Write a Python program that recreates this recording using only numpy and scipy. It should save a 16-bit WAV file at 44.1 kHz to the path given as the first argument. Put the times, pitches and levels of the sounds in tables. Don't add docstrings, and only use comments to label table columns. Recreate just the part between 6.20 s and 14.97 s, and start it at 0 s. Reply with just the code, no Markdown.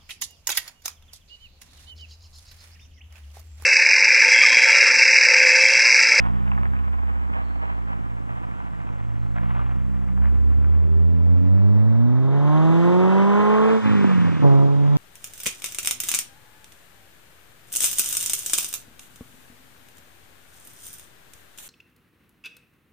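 import sys
import numpy as np
from scipy import signal
from scipy.fft import rfft, irfft, next_fast_len
from scipy.io import wavfile
from scipy.ndimage import map_coordinates

SR = 44100
rng = np.random.default_rng(int(sys.argv[2]) if len(sys.argv) > 2 else 0)


def persist_wave(psi):
    counts = np.round(np.clip(psi, -1, 1) * 32767).astype(np.int16)
    wavfile.write(sys.argv[1], SR, np.atleast_2d(counts).T)


N = 386757


def amp(db):
    return 10 ** (np.asarray(db) / 20)


def unit(x):
    return x / np.sqrt(np.mean(x ** 2) + 1e-20)


def along(points, hz):
    f, v = np.transpose(points)
    return np.interp(np.log(hz + 1), np.log(f + 1), v)


def clock():
    return np.arange(N) / SR


def curves(rows):
    s, *cols = np.transpose(rows)
    return [np.interp(clock(), s, c) for c in cols]


def level(rows, fade_s=0.16):
    outside = np.maximum(rows[0][0] - clock(), 0) + np.maximum(clock() - rows[-1][0], 0)
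    return amp(curves(rows)[0]) * np.exp(-outside / fade_s)


def wobble(rate):
    knots = rng.standard_normal(int(N * rate / SR) + 4)
    coarse = np.arange(0, N + 32, 32)
    smooth = map_coordinates(knots, [coarse * rate / SR])
    return np.interp(np.arange(N), coarse, smooth)


def filtered(x, response):
    m = next_fast_len(N + SR // 4)
    return irfft(rfft(x, m) * response(np.fft.rfftfreq(m, 1 / SR)), m)[..., :N]


def ring(x, colour, size=8192):
    cepstrum = irfft(np.log(amp(along(colour, np.fft.rfftfreq(size, 1 / SR)))))
    cepstrum[1:size // 2] *= 2
    cepstrum[size // 2 + 1:] = 0
    return signal.oaconvolve(x, irfft(np.exp(rfft(cepstrum))))[:N]


def spikes(times, sizes):
    at = np.clip(np.asarray(times) * SR, 0, N - 2)
    i = at.astype(int)
    return np.bincount(i, sizes * (1 - at + i), N) + np.bincount(i + 1, sizes * (at - i), N)


# time in seconds, firings per second.
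SPEED = [(0,58.2),(.5,65.5),(.75,62.5),(1.1,59.5),(1.5,56.7),(2.3,56.6),(2.8,53.6),(3.1,55.3),(3.3,61.3),(3.42,61.5),(3.65,63.7),(3.92,61.4),(4.2,67.7),(4.6,77),(4.9,82.3),
         (5.2,88.2),(5.5,101.7),(5.8,115),(6.35,154.1),(6.9,190),(7.2,208.4),(7.55,222.6),(7.75,207),(8.12,165),(8.23,144),(8.29,139),(8.36,138),(8.77,145.6)]


def firing_rate():
    return curves(SPEED)[0]


# time in seconds, opening from 0 to 1.
THROTTLE = [(0, 0.34), (.55, 0.13), (.72, 0.02), (1.55, 0.16), (2.4, 0.02), (3.05, 0.07), (3.22, 0.21),
            (3.97, 0.16), (4.7, 0.52), (5.95, 0.4), (6.3, 0.96), (7.545, 0.76), (7.595, 0), (7.75, 0.14),
            (8.0, 0), (8.215, 0.07), (8.24, 0.98), (8.46, 0.67), (8.57, 0.31), (8.77, 0.5)]


def throttle():
    return np.clip(curves(THROTTLE)[0], 0, 1)


LIFT_S, BURBLE_RISE_S = 7.61, 0.05
BITE_S, BITE_RISE_S, SURGE_FADE_S = 8.228, 0.016, 0.28


def bite():
    return np.clip((clock() - BITE_S) / BITE_RISE_S, 0, 1)


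def surge():
    return bite() * np.exp(-np.abs(clock() - BITE_S) / SURGE_FADE_S)


def overrun():
    return np.clip((clock() - LIFT_S) / BURBLE_RISE_S, 0, 1) * (1 - bite())


def order(turns, k):
    skew, smear = .2, .24
    return -np.cos(2 * np.pi * k * turns - (skew + smear * k) * (k - 1))


# time in seconds, level in dB.
BOOM = [(0,-22),(.5,-20.5),(1.6,-26.5),(2.15,-33),(2.95,-29.5),(3.3,-23),(3.92,-23.5),(4.03,-15.5),(5.15,-15),(5.45,-13.5),(6.1,-17.5),(6.45,-14.5),(6.75,-18),(7,-15.5),(7.25,-19),
        (7.57,-18.5),(7.615,-30),(7.66,-18),(8.02,-16.5),(8.195,-25),(8.245,-11),(8.45,-14),(8.6,-18.5),(8.77,-14)]
# time in seconds, level in dB.
SECOND = [(0,-27.5),(.5,-29.5),(.8,-46.5),(2.1,-29.5),(2.45,-42),(2.9,-26.5),(3.3,-26),(4.1,-31.5),(5,-26),(5.85,-22),(6.14,-35.5),
          (6.35,-24),(6.8,-22),(7,-28),(7.3,-19.5),(7.57,-21),(7.63,-45.5),(7.8,-28.5),(8,-44.5),(8.222,-49),(8.245,-20),(8.77,-34)]
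# time in seconds, level in dB.
THIRD = [(0,-30.5),(.5,-30),(.7,-37),(2.2,-39.5),(3,-38),(3.25,-29),(3.42,-37),(3.65,-32),(4,-27.5),(4.45,-39.5),(5.25,-29),(5.8,-42),(6.15,-31),
         (6.35,-47.5),(6.7,-30.5),(7.33,-38),(7.45,-36),(7.56,-39),(7.62,-61.5),(8.222,-64),(8.245,-25.5),(8.77,-39)]


def drone(turns, rough=0.049, waver_db=1.0, sputter=0.39):
    second = level(SECOND) * amp(waver_db * wobble(7))
    third = level(THIRD) * amp(waver_db * wobble(8))
    throb = sputter * overrun() * np.cos(2 * np.pi * turns / len(CYLINDERS))
    out = np.zeros(N)
    for k, gain in enumerate([level(BOOM), second, third], 1):
        swell = 1 + rough * k * wobble(35) + throb
        out += np.sqrt(2) * gain * swell * order(turns, k)
    return out


# time in seconds, level in dB re the direct boom.
WALL = [(3.9, -26), (4.6, -19), (5.2, -12), (5.7, -28), (8.2, -26), (8.55, -18)]
WALL_DELAY_S = .177


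def wall(x):
    late = np.interp(clock() - WALL_DELAY_S, clock(), x, left=0)
    return x + amp(curves(WALL)[0]) * late


# firings per second, level in dB at full throttle
TUNING = [(58, -46.5), (68, -47), (80, -48.5), (95, -46), (120, -49.5), (140, -49.5), (155, -43.5),
          (170, -49.5), (195, -42.5), (212, -44), (223, -49)]
IDLE_AIR = 0.036
SURGE_DB = 10


def overtones(firing_hz):
    charge = (IDLE_AIR + (1 - IDLE_AIR) * throttle()) * amp(SURGE_DB * surge())
    return charge * amp(along(TUNING, firing_hz))


# multiple of the firing rate, relative level in dB.
ORDERS = [(4, 10.5), (5, 10), (6, 5.5), (7, 1.7), (8, -4.5), (9, -8), (10, -12.6)]
# frequency in Hz, gain in dB.
PIPE = [(215,3), (260,8.5), (330,-7.5), (400,3), (470,-5.5), (560,0), (620,0.5), (700,-0.5), (780,-3),
        (850,3.5), (920,2), (1000,4), (1080,7.5), (1160,-5), (1300,1), (1600,-5)]


def bark(turns, firing_hz, upper, waver_db=1.0, bark_db=0.24, rough=.13):
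    shaken = turns + .006 * wobble(60)
    out = np.zeros(N)
    for k, db in ORDERS:
        gain = amp(db + along(PIPE, k * firing_hz) + waver_db * wobble(11))
        ragged = 1 + rough * wobble(70)
        out += gain * ragged * order(shaken, round(k))
    return np.sqrt(2) * upper * amp(bark_db) * out


CYLINDERS = [0.72, -0.22, 0.0073, -0.14]


def uneven(turns, scatter):
    firing = np.arange(1, int(turns[-1]))
    times = np.interp(firing, turns, clock())
    sizes = np.take(CYLINDERS, firing % len(CYLINDERS)) + scatter * rng.standard_normal(len(firing))
    return spikes(times, sizes * np.sqrt(np.gradient(times)))


RASP_HZ = 200
# frequency in Hz, gain in dB.
LOADED = [(30, -33), (60, -22.5), (100, -1), (170, 3), (260, -4), (300, 0), (350, 2), (450, -14),
          (600, -12), (1200, -56), (3000, -90.5)]
# frequency in Hz, gain in dB.
COASTING = [(30, -20), (60, -12), (90, 5.5), (160, -6.5), (245, 0.5), (330, -10), (440, -18), (510, -14),
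            (600, -34), (1200, -68), (3000, -91.5)]
BURBLE_DB, BURBLE_THROTTLE_DB, BURBLE_OVERRUN_DB, BURBLE_SURGE_DB = -39.5, 9, 16, 9


def burble(turns, firing_hz, loaded_db=0.5, coasting_db=0.0, db_per_octave=2.5):
    opening = throttle()
    growth_db = db_per_octave * np.log2(firing_hz / RASP_HZ)
    loaded = amp(loaded_db + growth_db) * unit(ring(uneven(turns, scatter=0.33), LOADED))
    coasting = amp(coasting_db) * unit(ring(uneven(turns, scatter=0.42), COASTING))
    db = BURBLE_DB + BURBLE_THROTTLE_DB * opening
    db = db + BURBLE_OVERRUN_DB * overrun() + BURBLE_SURGE_DB * surge()
    return amp(db) * (np.sin(np.pi / 2 * opening) * loaded + np.cos(np.pi / 2 * opening) * coasting)


# frequency in Hz, gain in dB.
RASP_COLOUR = [(200, -36), (480, 12), (620, 5), (850, 5.5), (1050, 5.5), (1350, -0.5), (1800, -18.5),
               (2600, -32), (5000, -47)]
RASP_DB, RASP_DB_PER_OCTAVE, RASP_SHUT_DB, RASP_SURGE_DB = -27.5, 13, -10, 5.5


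def rasp(turns, firing_hz, pulse_db=-10, gas_db=-2, puff=0.18, sputter_db=4.0):
    fronts = unit(ring(uneven(turns, scatter=0.19), RASP_COLOUR))
    puffs = np.exp(puff * np.cos(2 * np.pi * turns))
    gas = unit(ring(rng.standard_normal(N) * puffs, RASP_COLOUR))
    db = RASP_DB + RASP_DB_PER_OCTAVE * np.log2(firing_hz / RASP_HZ)
    db = db + RASP_SHUT_DB * (1 - throttle()) + RASP_SURGE_DB * surge()
    sputter = sputter_db * overrun() * wobble(40)
    return amp(db + sputter) * (amp(pulse_db) * fronts + amp(gas_db) * gas)


# frequency in Hz, gain in dB.
RUSH_COLOUR = [(500, -26), (900, 2.5), (1700, 0), (2600, -5.5), (3300, -10.5), (4500, -33.5), (9000, -49.5)]


def rush(turns, firing_hz, rush_db=-36, db_per_octave=14, puff=.25, falling_db=-10):
    puffs = np.exp(puff * np.cos(np.pi * turns))
    gas = unit(ring(rng.standard_normal(N) * puffs, RUSH_COLOUR))
    falling = amp(falling_db) * wobble(45) * order(turns, k=4)
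    growth_db = db_per_octave * np.log2(firing_hz / RASP_HZ)
    return overrun() * amp(rush_db + growth_db) * (gas + falling)


LUG_HZ, LUG_WIDTH_HZ, LUG_DB = 69.2, 7.7, -30


def lug(turns, firing_hz, waver_db=2.0):
    near = np.exp(-((firing_hz - LUG_HZ) / LUG_WIDTH_HZ) ** 2)
    strength = amp(LUG_DB + waver_db * wobble(14)) * near
    return np.sqrt(2) * strength * order(turns, 1.5)


# time in seconds, peak level in dB.
POPS = [(7.844, -6), (8.02, -22), (8.129, -17), (8.228, -11)]
# frequency in Hz, gain in dB.
POP_COLOUR = [(40, -15), (100, -6), (260, 10), (450, -8.5), (800, -13), (1500, -36), (5000, -76)]


def pops():
    s, db = np.transpose(POPS)
    peak = np.abs(ring(spikes([0], 1.0), POP_COLOUR)).max()
    return -ring(spikes(s, amp(db)), POP_COLOUR) / peak


# time in seconds, level in dB.
WHINE = [(4.1, -87), (4.45, -74), (5, -79), (5.4, -83), (5.7, -92)]


def whine(turns, slip=.12):
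    teeth = 44
    return level(WHINE) * np.sqrt(2) * np.sin(2 * np.pi * (teeth * turns + slip * wobble(90)))


def grains(colour, rate, spread_db):
    when, size, sign = rng.random((int(rate * N / SR), 3)).T
    loud_db = spread_db * np.minimum(-np.log(1 - size), 4)
    contacts = spikes(when * N / SR, amp(loud_db) * np.sign(sign - .5))
    return unit(ring(contacts, colour))


# time in seconds, level in dB before crunch_db.
CRUNCH = [(0, -33.5), (.25, -38), (.7, -40), (2.6, -41.5), (3.1, -45.5), (4.6, -49.5)]
# start in seconds, length in seconds, dB over the rolling.
PATCHES = [(.32,0.16,2),(0.813,0.21,4.5),(1.123,0.058,11),(1.41,0.024,10),(1.483,0.042,10),(1.67,0.066,5.5),(2.078,0.31,3.5),(2.56,0.082,3),(3.146,0.045,11),(3.212,0.29,9),(4.019,0.029,8.5)]
PATCH_ATTACK_S, PATCH_RELEASE_S = .016, 0.04
# frequency in Hz, gain in dB.
GRAVEL_COLOUR = [(200, -25.5), (450, -10), (750, 0.5), (1100, -1), (1500, -7.5), (2200, -14.5), (3200, -25),
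                 (4400, -45.5), (9000, -55.5)]


def crunch(clump_db=2.17, crunch_db=-2.0):
    contacts, t = grains(GRAVEL_COLOUR, rate=3200, spread_db=3.8), clock()
    swells = []
    for s, length, db in PATCHES:
        attack = np.clip((t - s) / PATCH_ATTACK_S, 0, 1)
        release = np.exp(-np.maximum(t - s - length, 0) / PATCH_RELEASE_S)
        swells.append(db * attack * release)
    loose_db = np.max(swells, axis=0)
    return level(CRUNCH) * amp(crunch_db + loose_db + clump_db * wobble(45)) * contacts


# time in seconds, relative level in dB, middle pitch in Hz.
STONES = [(.05,-25,1100), (0.098, -22, 1090), (0.317, -15, 1600), (.322,-19.5,1140), (.349,-24,1390),
          (.377, -22, 1390), (.384,-22,1160), (.413,-25,860), (0.433, -17.5, 1190), (.455, -19.5, 1250),
          (.535,-21.5,1300), (.566, -24, 1510), (.59,-26,1700), (.785,-24,1310), (.833, -22, 1010),
          (.957, -24, 1100), (1.169, -21, 1000), (1.188,-23,1000), (1.308,-23,1180), (1.358,-23,1197),
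          (1.435, -20, 940), (1.515,-24,990), (1.674,-24,1190), (1.699,-24,900), (1.899, -22, 1200),
          (2.093, -22, 1090), (2.311,-28,1320), (2.404,-25,1200), (2.462,-26,1200), (2.534,-27,1181),
          (2.604,-27,1090), (2.759, -25, 900), (3.164, -23.5, 1050), (3.176,-24,1200), (3.183, -19, 1251),
          (3.215,-27,950), (3.239,-23,830), (3.304, -30, 1250), (3.394, -20.5, 900), (3.418,-26,1100),
          (3.496, -30, 1400), (3.886, -31, 1301), (3.976, -28, 1103), (4.02,-30,1060), (4.045, -26, 1100),
          (4.056, -25, 1200), (4.444, -30, 1402)]
# frequency in Hz, gain in dB.
CRACK_COLOUR = [(300,-41),(800,16.5),(2700,-7),(3600,-21),(4600,-32),(9000,-51)]
STONE_ATTACK_S, STONE_RING_S = .0005, .014
STONE_TOP_HZ = 3900


def stones(spread=0.546, stone_db=-4.0, crack_db=-6, settle=0.38, settle_s=0.016, count=9):
    out, t = np.zeros(N), np.arange(SR // 12) / SR
    crack = ring(spikes([0], 1), CRACK_COLOUR)[:len(t)]
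    crack = amp(crack_db) * crack / np.abs(crack).max()
    for s, db, hz in STONES:
        place = (np.arange(count) + rng.random(count))[:, None] / count
        ratio = np.exp(spread * (2 * place - 1))
        tones = np.sin(2 * np.pi * (hz * ratio * t + rng.random((count, 1))))
        tones *= amp(-60 * t * ratio / STONE_RING_S)
        snap = tones.sum(0) * (1 - np.exp(-t / STONE_ATTACK_S))
        hits = rng.standard_normal(len(t)) * (rng.random(len(t)) < 300 / SR)
        contacts = settle * hits * np.exp(-t / settle_s)
        contacts[0] = 1
        stone = signal.fftconvolve(snap / np.abs(snap).max() + crack, contacts)[:len(t)]
        out[round(s * SR):][:len(t)] += amp(db + stone_db) * stone
    return filtered(out, lambda hz: 1 / np.sqrt(1 + (hz / STONE_TOP_HZ) ** 12))


# time in seconds, level in dB before the shares of coarse and fine,
# wheelspin from 0 to 1.
SPRAY = [(4.2, -74, 0.07), (4.8, -58, 0.71), (5.95, -49.5, 0.92), (6.3, -38, 0.91), (7.0, -32, 0.98),
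         (7.53, -30, 0.98), (7.6, -38.5, 0.87), (7.75, -35, 0.91), (8.2, -42, 0.88), (8.5, -51, 0),
         (8.77, -47.5, .05)]
# frequency in Hz, gain in dB.
SPRAY_COLOUR = [(400, -19.5), (1000, 6), (1700, 0.5), (2400, -6), (3300, -12.5), (4300, -30), (5600, -27.5),
                (8000, -26.5), (10000, -37.5), (15500, -41.5)]
# frequency in Hz, gain in dB.
GRIT_COLOUR = [(600, -18.5), (1800, 5), (2800, -1), (3600, 1), (4300, -11), (5600, -11), (8000, -11),
               (10000, -26), (15500, -44)]


def spray(clump_db=1, coarse_db=-1, fine_db=-3):
    spin = np.clip(curves(SPRAY)[1], 0, 1)
    coarse = amp(coarse_db) * spin * grains(SPRAY_COLOUR, rate=9000, spread_db=4.0)
    fine = amp(fine_db) * np.sqrt(1 - spin ** 2) * grains(GRIT_COLOUR, rate=16000, spread_db=5.0)
    return level(SPRAY) * amp(clump_db * wobble(40)) * (coarse + fine)


def grazing(grit):
    return filtered(grit, lambda hz: 1 / np.sqrt(1 + (hz / 5500) ** 6))


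# time in seconds, level in dB.
RUMBLE = [(0, -36.5), (1.5, -54.5), (3.5, -46.5), (4.6, -46.5), (6, -54.5), (8.77, -65)]
# frequency in Hz, gain in dB.
RUMBLE_COLOUR = [(10, -8), (25, -1.5), (45, -7.5), (80, -19), (160, -21.5), (600, -66)]


def rumble():
    return level(RUMBLE) * unit(ring(rng.standard_normal(N), RUMBLE_COLOUR))


# time in seconds, lead of the left capsule in milliseconds.
BEARING = [(0, -0.078), (2.75, 0.076), (5.25, 0.27), (6.25, .39), (7.0, 0.42), (7.8, 0.3), (8.77, 0.21)]


def arrive(x):
    lead = curves(BEARING)[0] * SR / 1000
    return np.array([map_coordinates(x, [np.arange(N) + side * lead / 2], mode="nearest") for side in (1, -1)])


# middle in seconds, length in seconds, mean pitch in Hz,
# level in dB before the echo.
CHIRPS = [(1.223, .07, 4000, -64), (1.306, .09, 4385, -81), (3.008, .11, 4100, -72)]


def bird(warble=0.04):
    t, waver = clock(), 1 + warble * wobble(110)
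    out = np.zeros(N)
    for s, length, hz, db in CHIRPS:
        envelope = np.exp(-(2 * (t - s) / length) ** 2)
        out += amp(db) * envelope * np.sin(2 * np.pi * hz * np.cumsum(waver) / SR)
    return out


# frequency in Hz, likeness at the two capsules from 0 to 1.
ALIKE = [(60, 0.55), (250, 0.92), (600, 0.88), (1200, 0.17), (2200, 0.055), (15000, 0)]


def diffuse(colour, size):
    m = next_fast_len(size)
    hz = np.fft.rfftfreq(m, 1 / SR)
    turn = np.arccos(np.clip(along(ALIKE, hz), -1, 1)) / 2
    white = rfft(rng.standard_normal((2, m)))
    shaped = white * amp(along(colour, hz)) * [np.cos(turn), np.sin(turn)]
    mid, side = irfft(shaped, m)[:, :size]
    return np.array([mid + side, mid - side])


# frequency in Hz, time in seconds to fall 60 dB.
ECHO_TIME = [(200, 0.5), (1500, 2), (8000, 2)]
# frequency in Hz, gain in dB.
ECHO_COLOUR = [(100, 12), (600, -6.5), (2500, -3), (4500, 10), (8000, 4.5), (13000, 6)]


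def surroundings(x):
    hz, t, z = signal.stft(diffuse(ECHO_COLOUR, size=SR // 2), SR, nperseg=256)
    decay = amp(-60 * t / along(ECHO_TIME, hz)[:, None])
    energy = np.sum(decay ** 2, axis=1, keepdims=True) * t[1] * SR
    tail = signal.istft(z * decay / np.sqrt(energy), SR, nperseg=256)[1]
    late = np.pad(x, (SR // 100, 0))
    return signal.oaconvolve(late[None], tail, axes=1)[:, :N]


# frequency in Hz, density in dB per Hz before the level below.
AIR = [(20, -77), (60, -67.5), (200, -64), (700, -74.5), (2000, -87), (4400, -105), (7500, -102),
       (9000, -106), (11000, -116), (15500, -120)]
# time in seconds, level in dB.
AIR_LEVEL = [(0, -5), (4.3, -3.5), (5.6, -13.5), (8.77, -3)]


def still_air():
    return level(AIR_LEVEL) * diffuse(AIR, size=N) * np.sqrt(SR / 2)


def scene():
    firing_hz = firing_rate()
    turns = np.cumsum(firing_hz) / SR
    upper = overtones(firing_hz)
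    boom = wall(drone(turns)) + burble(turns, firing_hz) + lug(turns, firing_hz) + pops() + rumble()
    note = bark(turns, firing_hz, upper)
    snarl = rasp(turns, firing_hz) + rush(turns, firing_hz) + whine(turns)
    gravel, grit = crunch() + stones(), spray()
    sent = amp(-6.5) * note + amp(-10.5) * snarl + amp(-9.5) * gravel + amp(-9.0) * grit + amp(-5.0) * bird()
    echo = surroundings(sent)
    air = still_air()
    return arrive(boom + note + snarl + gravel + grazing(grit)) + echo + air


# frequency in Hz, left minus right in dB.
BALANCE = [(60, -2.15), (400, -2.1), (1300, -1.1), (2500, -.2), (3700, 1), (4900, 4.5), (6200, -2.5),
           (9000, 0)]
TOP_HZ = 15600


def record(dry):
    def capsules(hz):
        half_db = along(BALANCE, hz) / 2
        return np.array([amp(half_db), -amp(-half_db)])
    return filtered(dry, lambda hz: capsules(hz) * (hz < TOP_HZ))


dry = scene()
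out = record(dry)
persist_wave(out)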